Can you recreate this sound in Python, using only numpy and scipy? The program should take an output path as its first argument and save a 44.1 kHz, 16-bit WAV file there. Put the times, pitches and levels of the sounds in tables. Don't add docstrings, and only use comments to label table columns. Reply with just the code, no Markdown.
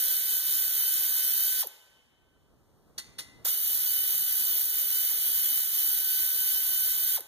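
import sys
import numpy as np
from scipy import signal
from scipy.fft import rfft, irfft, next_fast_len
from scipy.io import wavfile
from scipy.ndimage import uniform_filter1d

SR = 44100
rng = np.random.default_rng(int(sys.argv[2]) if len(sys.argv) > 2 else 0)


def master_out(mix):
    frames = np.transpose(np.atleast_2d(mix))
    ceiling = np.clip(frames, -1, 1)
    pcm = np.round(ceiling * 32767).astype(np.int16)
    wavfile.write(sys.argv[1], SR, pcm)


def magnitude_from_level(level_db):
    exponent = np.asarray(level_db, float) / 20
    return 10 ** exponent


N = 320607
MESH_PER_TURN = 21.8

# trigger pulled t/s, released t/s, settled gear mesh f/Hz, exhaust level/dB, housing level/dB
BURSTS = [
    (-4.0, 1.618, 1533, -30.4, -43.3),
    (3.445, 7.162, 1531, -30.2, -44.3),
]
# left level/dB, right minus left level/dB, right lead/rad
WHINE = [
    [(-52, -4, .22), (-45.5, -.2, -.46)],
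    [(-51, -6, -.4), (-39.5, -9, -2.45)],
]


def evened(x):
    return x / np.sqrt(np.mean(x ** 2) + 1e-20)


def read(points, hz):
    f, value = np.transpose(points)
    return np.interp(np.log(hz + 1), np.log(f + 1), value)


def coloured(spectrum, size):
    fast = next_fast_len(size)
    white = rfft(rng.standard_normal(fast))
    shaped = white * magnitude_from_level(read(spectrum, np.fft.rfftfreq(fast, 1 / SR)))
    return evened(irfft(shaped, fast)[:size])


def flutter(top_hz):
    return evened(signal.lfilter(*signal.butter(2, top_hz, fs=SR), rng.standard_normal(N)))


def controls():
    # t/s, share of full speed, gliding whine level/dB,
    # exhaust and housing level/dB against running
    spin_up = [
        (0, .13, -86, -50, -41),
        (.006, .22, -66, -12, -9),
        (.013, .35, -53.5, -9, -2),
        (.024, .62, -49.5, -1, -2),
        (.033, .92, -45, -2, 4),
        (.041, 1, -62, 1, 4),
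    ]
    spin_down = [
        (.004, .93, -53, -3, -2),
        (.014, .62, -40.5, -10, 1.5),
        (.028, .36, -44.5, -20, -13),
        (.05, .22, -55, -26, -26),
        (.063, .19, -75, -42, -44),
    ]
    lag_db = [-10, -2, -.8, -1.5]
    # t/s, depth/dB
    binds = [(.23, 2.5), (.42, 3), (.7, 2.5), (1.08, 1.5), (1.55, 1.5), (3.6, 2.5), (3.8, 1), (4.22, 1.5),
             (4.7, 3), (4.87, 2), (5.18, 2), (5.69, 3.5), (6.02, 1.5), (6.33, 2), (6.64, 1.2), (6.97, 1.2)]
    bind_share = [.8, 1.2, 1.0, .7]
    settle_s, overtone_db = .055, -9.5
    lag_share, lag_s = .017, 2.2
    bind_s, bind_slows = .055, .0008

    knots, t, lag = [], np.arange(N) / SR, np.zeros(N)
    for (pull, release, hz, air, body), (first, second) in zip(BURSTS, WHINE):
        up, down = (
            [(at + s, share * hz, db, db + overtone_db, air + air_db, body + body_db)
             for s, share, db, air_db, body_db in move]
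            for at, move in ((pull, spin_up), (release, spin_down)))
        steady = [(s, hz, first[0], second[0], air, body) for s in (pull + settle_s, release)]
        still = (.15 * hz, -120, -120, -120, -120)
        knots += [(pull - .005, *still)] + up + steady + down + [(release + .1, *still)]
        running = (t > pull + settle_s) & (t < release)
        lag += running * np.exp(-np.maximum(t - pull, 0) / lag_s)
    lag = uniform_filter1d(lag, size=441)
    sag_db = sum(db * np.exp(-((t - s) / bind_s) ** 2) for s, db in binds)
    s, *columns = np.transpose(knots)
    mesh_hz, *levels = (np.interp(t, s, c) for c in columns)
    held_hz = mesh_hz * (1 - lag_share * lag - bind_slows * sag_db)
    return [held_hz] + [db + lost * lag - share * sag_db
                        for db, lost, share in zip(levels, lag_db, bind_share)]


def ratchet():
    # f/Hz, level/dB
    exhaust = [(3000, -25), (5000, -10.5), (7000, -9), (8800, -7.2), (10300, -2), (12000, 4.5),
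               (13000, 1.5), (14200, 7), (15300, 3), (16000, -1)]
    # f/Hz, level/dB
    housing = [(60, -44), (200, -31), (400, -16), (900, -19), (1800, -6.5), (2600, -1), (3150, 0),
               (3600, 1.5), (6000, -1.5), (9000, 0.5), (14000, -25.5)]
    throb_depths = [(1, .16), (2, .12), (3, .12), (5, .05)]
    # times per rotor turn, level/dB
    rotor_lines = [(3, -83), (6, -77), (8, -77), (28, -69)]
    mesh_fifths = [6, 11, 12, 13, 15, 19, 20, 25]
    fifths_db = [-72, -55, -57.5, -61.5, -52.5, -59.5, -55.5, -51]

    mesh_hz, first_db, second_db, exhaust_db, housing_db = controls()
    shaky_hz = mesh_hz * (1 + .0025 * flutter(71) + .0007 * flutter(9))
    turn = 2 * np.pi * np.cumsum(shaky_hz) / SR / MESH_PER_TURN
    speed = mesh_hz / mesh_hz.max()

    whine = np.zeros((2, N))
    burst = (np.arange(N) / SR > BURSTS[1][0] - 1).astype(int)
    for k, db in ((1, first_db), (2, second_db)):
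        right_db, lead = np.array(WHINE)[burst, k - 1, 1:].T
        waver_db = 2.1 * speed ** 2 * flutter(45) + 1.1 * flutter(6.5)
        waver_db += (k * .8 + 1.2 * (1 - speed)) * flutter(130)
        level = np.sqrt(2) * magnitude_from_level(db + waver_db + [0 * db, right_db])
        whine += level * np.cos(k * MESH_PER_TURN * turn + [0 * db, lead + .4 * flutter(12)])

    weak = rotor_lines + [(k * MESH_PER_TURN / 5, db) for k, db in zip(mesh_fifths, fifths_db)]
    lines = sum(magnitude_from_level(db + exhaust_db + 31 + 3.9 * flutter(10)) * np.cos(order * turn) for order, db in weak)

    throb = 1 + sum(depth * np.cos(order * turn + order ** 2) for order, depth in throb_depths)
    gusts = evened(throb * magnitude_from_level(0.82 * flutter(700) + .6 * flutter(40)))
    air = []
    for path in range(2):
        jet = magnitude_from_level(exhaust_db + 6.0) * gusts * coloured(exhaust, N)
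        air.append(jet + magnitude_from_level(housing_db + 7.5) * coloured(housing, N))
    return air + lines, whine


def rumble():
    # f/Hz, level/dB
    spectrum = [(20, -11.5), (60, 0.7), (170, -4), (400, -7.5), (700, -14), (1300, -18.5), (2200, -38.5),
                (4000, -62)]
    # t/s, level/dB
    swell = [(0, -6), (1.3, -6), (1.7, .5), (2.7, -1.5), (3.1, 1), (3.44, 1.5), (3.55, -14), (5.8, -10),
             (7.27, 7)]
    swell_db = np.interp(np.arange(N) / SR, *np.transpose(swell)) + 1.8 * flutter(15)
    return [magnitude_from_level(-79.5 + swell_db) * coloured(spectrum, N) for path in range(2)]


def hiss():
    # f/Hz, level/dB
    spectrum = [(1000, -1), (3000, -3), (7000, -4.5), (11000, -6), (15000, -6.5)]
    return [magnitude_from_level(-89) * coloured(spectrum, N) for path in range(2)]


def garage(x):
    # f/Hz, t60/s
    decay = [(300, 0.73), (1500, 0.79), (3000, 0.68), (4500, 0.44), (7000, .45), (14000, 0.25)]
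    taps = np.zeros((2, 2 * SR))
    grid = np.arange(400, 2 * SR - 20, 20)
    at = grid + rng.integers(0, 20, (2, len(grid)))
    np.put_along_axis(taps, at, rng.choice([-1., 1.], at.shape), 1)
    hz, t, z = signal.stft(taps, SR, nperseg=256)
    fall_db = -60 * t / read(decay, hz)[:, None]
    z = z * (magnitude_from_level(fall_db) + magnitude_from_level(-14.5 + 0.41 * fall_db))
    tail = signal.istft(z, SR, nperseg=256)[1]
    return signal.fftconvolve(x, tail / np.linalg.norm(tail[0]), axes=1)[:, :N]


def linger():
    start_db = [-72, -67]
    t60 = 1.45
    out = np.zeros((2, N))
    for pull, release, hz, air, body in BURSTS:
        t = np.maximum(np.arange(N) / SR - release, 0)
        for k, db in zip((1, 2), start_db):
            level = np.sqrt(2) * (t > 0) * magnitude_from_level(db - 60 * t / t60 + 2.2 * flutter(14))
            out += level * np.sin(2 * np.pi * (.997 * k * hz * t + [[0], [.1]]))
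    return out


def puffs():
    # t/s, peak level/dB, length/s
    spits = [
        (1.67, -26.5, .0035),
        (1.72, -51, 0.0021),
        (7.187, -37, 0.0028),
        (7.1945, -32, .002),
        (7.2055, -28, 0.004),
        (7.218, -51, .004),
    ]
    whistle_hz, width_hz = 12000, 650
    t, shape = np.arange(N) / SR, np.zeros(N)
    for s, db, length in spits:
        u = np.maximum(t - s, 0) / length
        shape += magnitude_from_level(db) * np.minimum(u * 3.0, 1) * np.exp(-u)
    edges = [whistle_hz - width_hz / 2, whistle_hz + width_hz / 2]
    noise = rng.standard_normal((2, N))
    whistle = evened(signal.lfilter(*signal.butter(1, edges, "band", fs=SR), noise))
    return shape * (whistle + .3 * noise)


def socket():
    # t/s, level/dB, rise/s, scrape t60/s
    seats = [
        (2.979, -49, 0.0048, 0.1),
        (3.183, -51.5, .010, 0.12),
    ]
    # f/Hz, t60/s, level/dB in first seating, level/dB in second
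    modes = [(1803, 0.28, -17, -20), (1953, 0.33, -12, -11), (2030, 0.38, -17, -8), (2730, 0.12, -8, -18),
             (3640, 0.3, -14, -10), (3905, .15, -15, -17), (4320, .12, 0, -7), (4650, 0.07, 4, -12),
             (5405, .06, -10, -14), (6140, 0.041, 8, -7), (6600, 0.2, -13, -8), (8920, 0.049, -9, -9),
             (10900, 0.063, -14, 9), (14300, 0.044, -9, 0.5)]
    # f/Hz, level/dB
    scrape = [(700, -15.5), (1500, -9), (4500, 0), (7500, -7), (10000, -3.5), (12500, -14), (15000, -10)]
    out, t = np.zeros((2, N)), np.arange(SR // 2) / SR
    hz, ring_t60, *mode_db = np.array(modes).T[:, :, None]
    for (s, db, rise, t60), strength_db in zip(seats, mode_db):
        swelling = np.minimum(t / rise, 1)
        stroke = swelling ** .6 * magnitude_from_level(-60 * np.maximum(t - rise, 0) / t60)
        for path in out:
            roughness = evened(uniform_filter1d(rng.standard_normal(len(t)), 30))
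            grit = stroke * coloured(scrape, len(t)) * magnitude_from_level(1.9 * roughness)
            wave = np.sin(2 * np.pi * (hz * t + rng.random(hz.shape)))
            ring = magnitude_from_level(strength_db - 60 * t / ring_t60) * wave
            path[round(s * SR):][:len(t)] += magnitude_from_level(db) * (grit + .5 * swelling * ring.sum(0))
    return out


def ports(near, other):
    # f/Hz, share
    likeness = [(100, 0.46), (400, 0.45), (800, .7), (1250, 0.96), (2000, .75), (2600, .92), (3800, .95),
                (5200, 0.94), (6400, 0.39), (7800, .88), (9000, .5), (10300, 0.73), (14000, .92),
                (15400, .75)]
    # f/Hz, level/dB
    left_db = [(100, -2), (500, 2.5), (3000, 0), (6000, -0.1), (12000, -1.5)]
    start_hz, comb_hz = 1290, 2540
    flip_hz = 171
    fast = next_fast_len(N)
    hz = np.fft.rfftfreq(fast, 1 / SR)
    same, tilt = np.clip(read(likeness, hz), 0, 1), magnitude_from_level(read(left_db, hz) / 2)
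    early = 2j * np.pi * np.maximum(hz - start_hz, 0) / comb_hz
    lead = np.exp(early - 1j * np.pi * np.exp(-hz / flip_hz))
    near, other = rfft([near, other], fast)
    right = lead * same * near + np.sqrt(1 - same ** 2) * other
    return irfft([near * tilt, right / tilt], fast)[:, :N]


def scene():
    (air, whine), steel = ratchet(), socket()
    tool = air + puffs()
    echoes = garage(magnitude_from_level(-14.5) * tool + magnitude_from_level(-16) * whine + magnitude_from_level(-14) * steel)
    return ports(*(tool + steel + echoes + rumble() + hiss())) + whine + linger()


def drop_masked(x):
    band_bins = [40, 48, 56, 64, 72, 80, 88, 96, 108, 120, 132, 144, 160, 176, 196, 216, 240, 264, 292, 320,
                 352, 384, 416]
    # f/Hz, mid level/dB, side level/dB
    gaps = [(1000, 8.5, 8), (2180, 6, 13.5), (2400, 6.3, 13), (2703, 8, 12), (2975, 20, 20), (3260, 12, 6),
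            (3600, 6.5, 1), (4252, 8, 8.5), (4920, 8.5, 9), (5460, 4, 7.5), (6400, 8.5, 13), (7370, 4, 14),
            (7900, 3, 14), (8770, 6, 14)]
    # t/s, level/dB
    spare = [(0, .3), (1.65, .3), (1.8, 7), (3.47, 5), (3.49, -1.5), (7.27, -1.5)]
    jitter_db, mask_db = 2.5, 11.5
    frame = dict(window="cosine", nperseg=2048, noverlap=1024)
    lead = 298
    mid_side = np.array([x[0] + x[1], x[0] - x[1]]) / 2
    t, z = signal.stft(np.pad(mid_side, ((0, 0), (lead, 0))), SR, **frame)[1:]
    spare_db = np.interp(t, *np.transpose(spare))
    under_db = mask_db + 3.0 * np.maximum(spare_db - 0.5, 0)
    whole = z.copy()
    hz, *gaps_db = np.transpose(gaps)
    for lo, hi in zip(band_bins, band_bins[1:]):
        power = abs(z[:, lo:hi]) ** 2
        loudest = (abs(whole[:, lo - 5:hi]) ** 2).max(1, keepdims=True)
        band = uniform_filter1d(power.mean(1), size=3)
        gap_db = np.array([[np.interp((lo + hi) * SR / 4096, hz, g)] for g in gaps_db])
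        jitter = evened(uniform_filter1d(rng.standard_normal(len(t)), size=2))
        gap_db = gap_db + spare_db * (lo >= 160) + jitter_db * jitter
        band_stays = band > band[::-1] * magnitude_from_level(-2 * gap_db)
        bin_stays = power > loudest * magnitude_from_level(-2 * (under_db + 6.0 * (lo < 96)))
        z[:, lo:hi] *= band_stays[:, None] * bin_stays
    mid, side = signal.istft(z, **frame)[1][:, lead:lead + N]
    return np.array([mid + side, mid - side])


def band_limit(x):
    return signal.sosfilt(signal.butter(12, 16270, fs=SR, output="sos"), x)


def record(dry):
    # t/s, level/dB
    gain = [
        (0, 0),
        (1.7, 0.1),
        (2.0, 7),
        (2.4, 13),
        (3.439, 20),
        (3.469, 0.1),
        (7.27, 0),
    ]
    lifted = dry * magnitude_from_level(np.interp(np.arange(N) / SR, *np.transpose(gain)))
    low_pass = signal.firwin(1023, 15520, window=("kaiser", 9), fs=SR)
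    limited = signal.oaconvolve(lifted, low_pass[None], "same")
    return band_limit(drop_masked(limited))


dry = scene()
out = record(dry)
master_out(out)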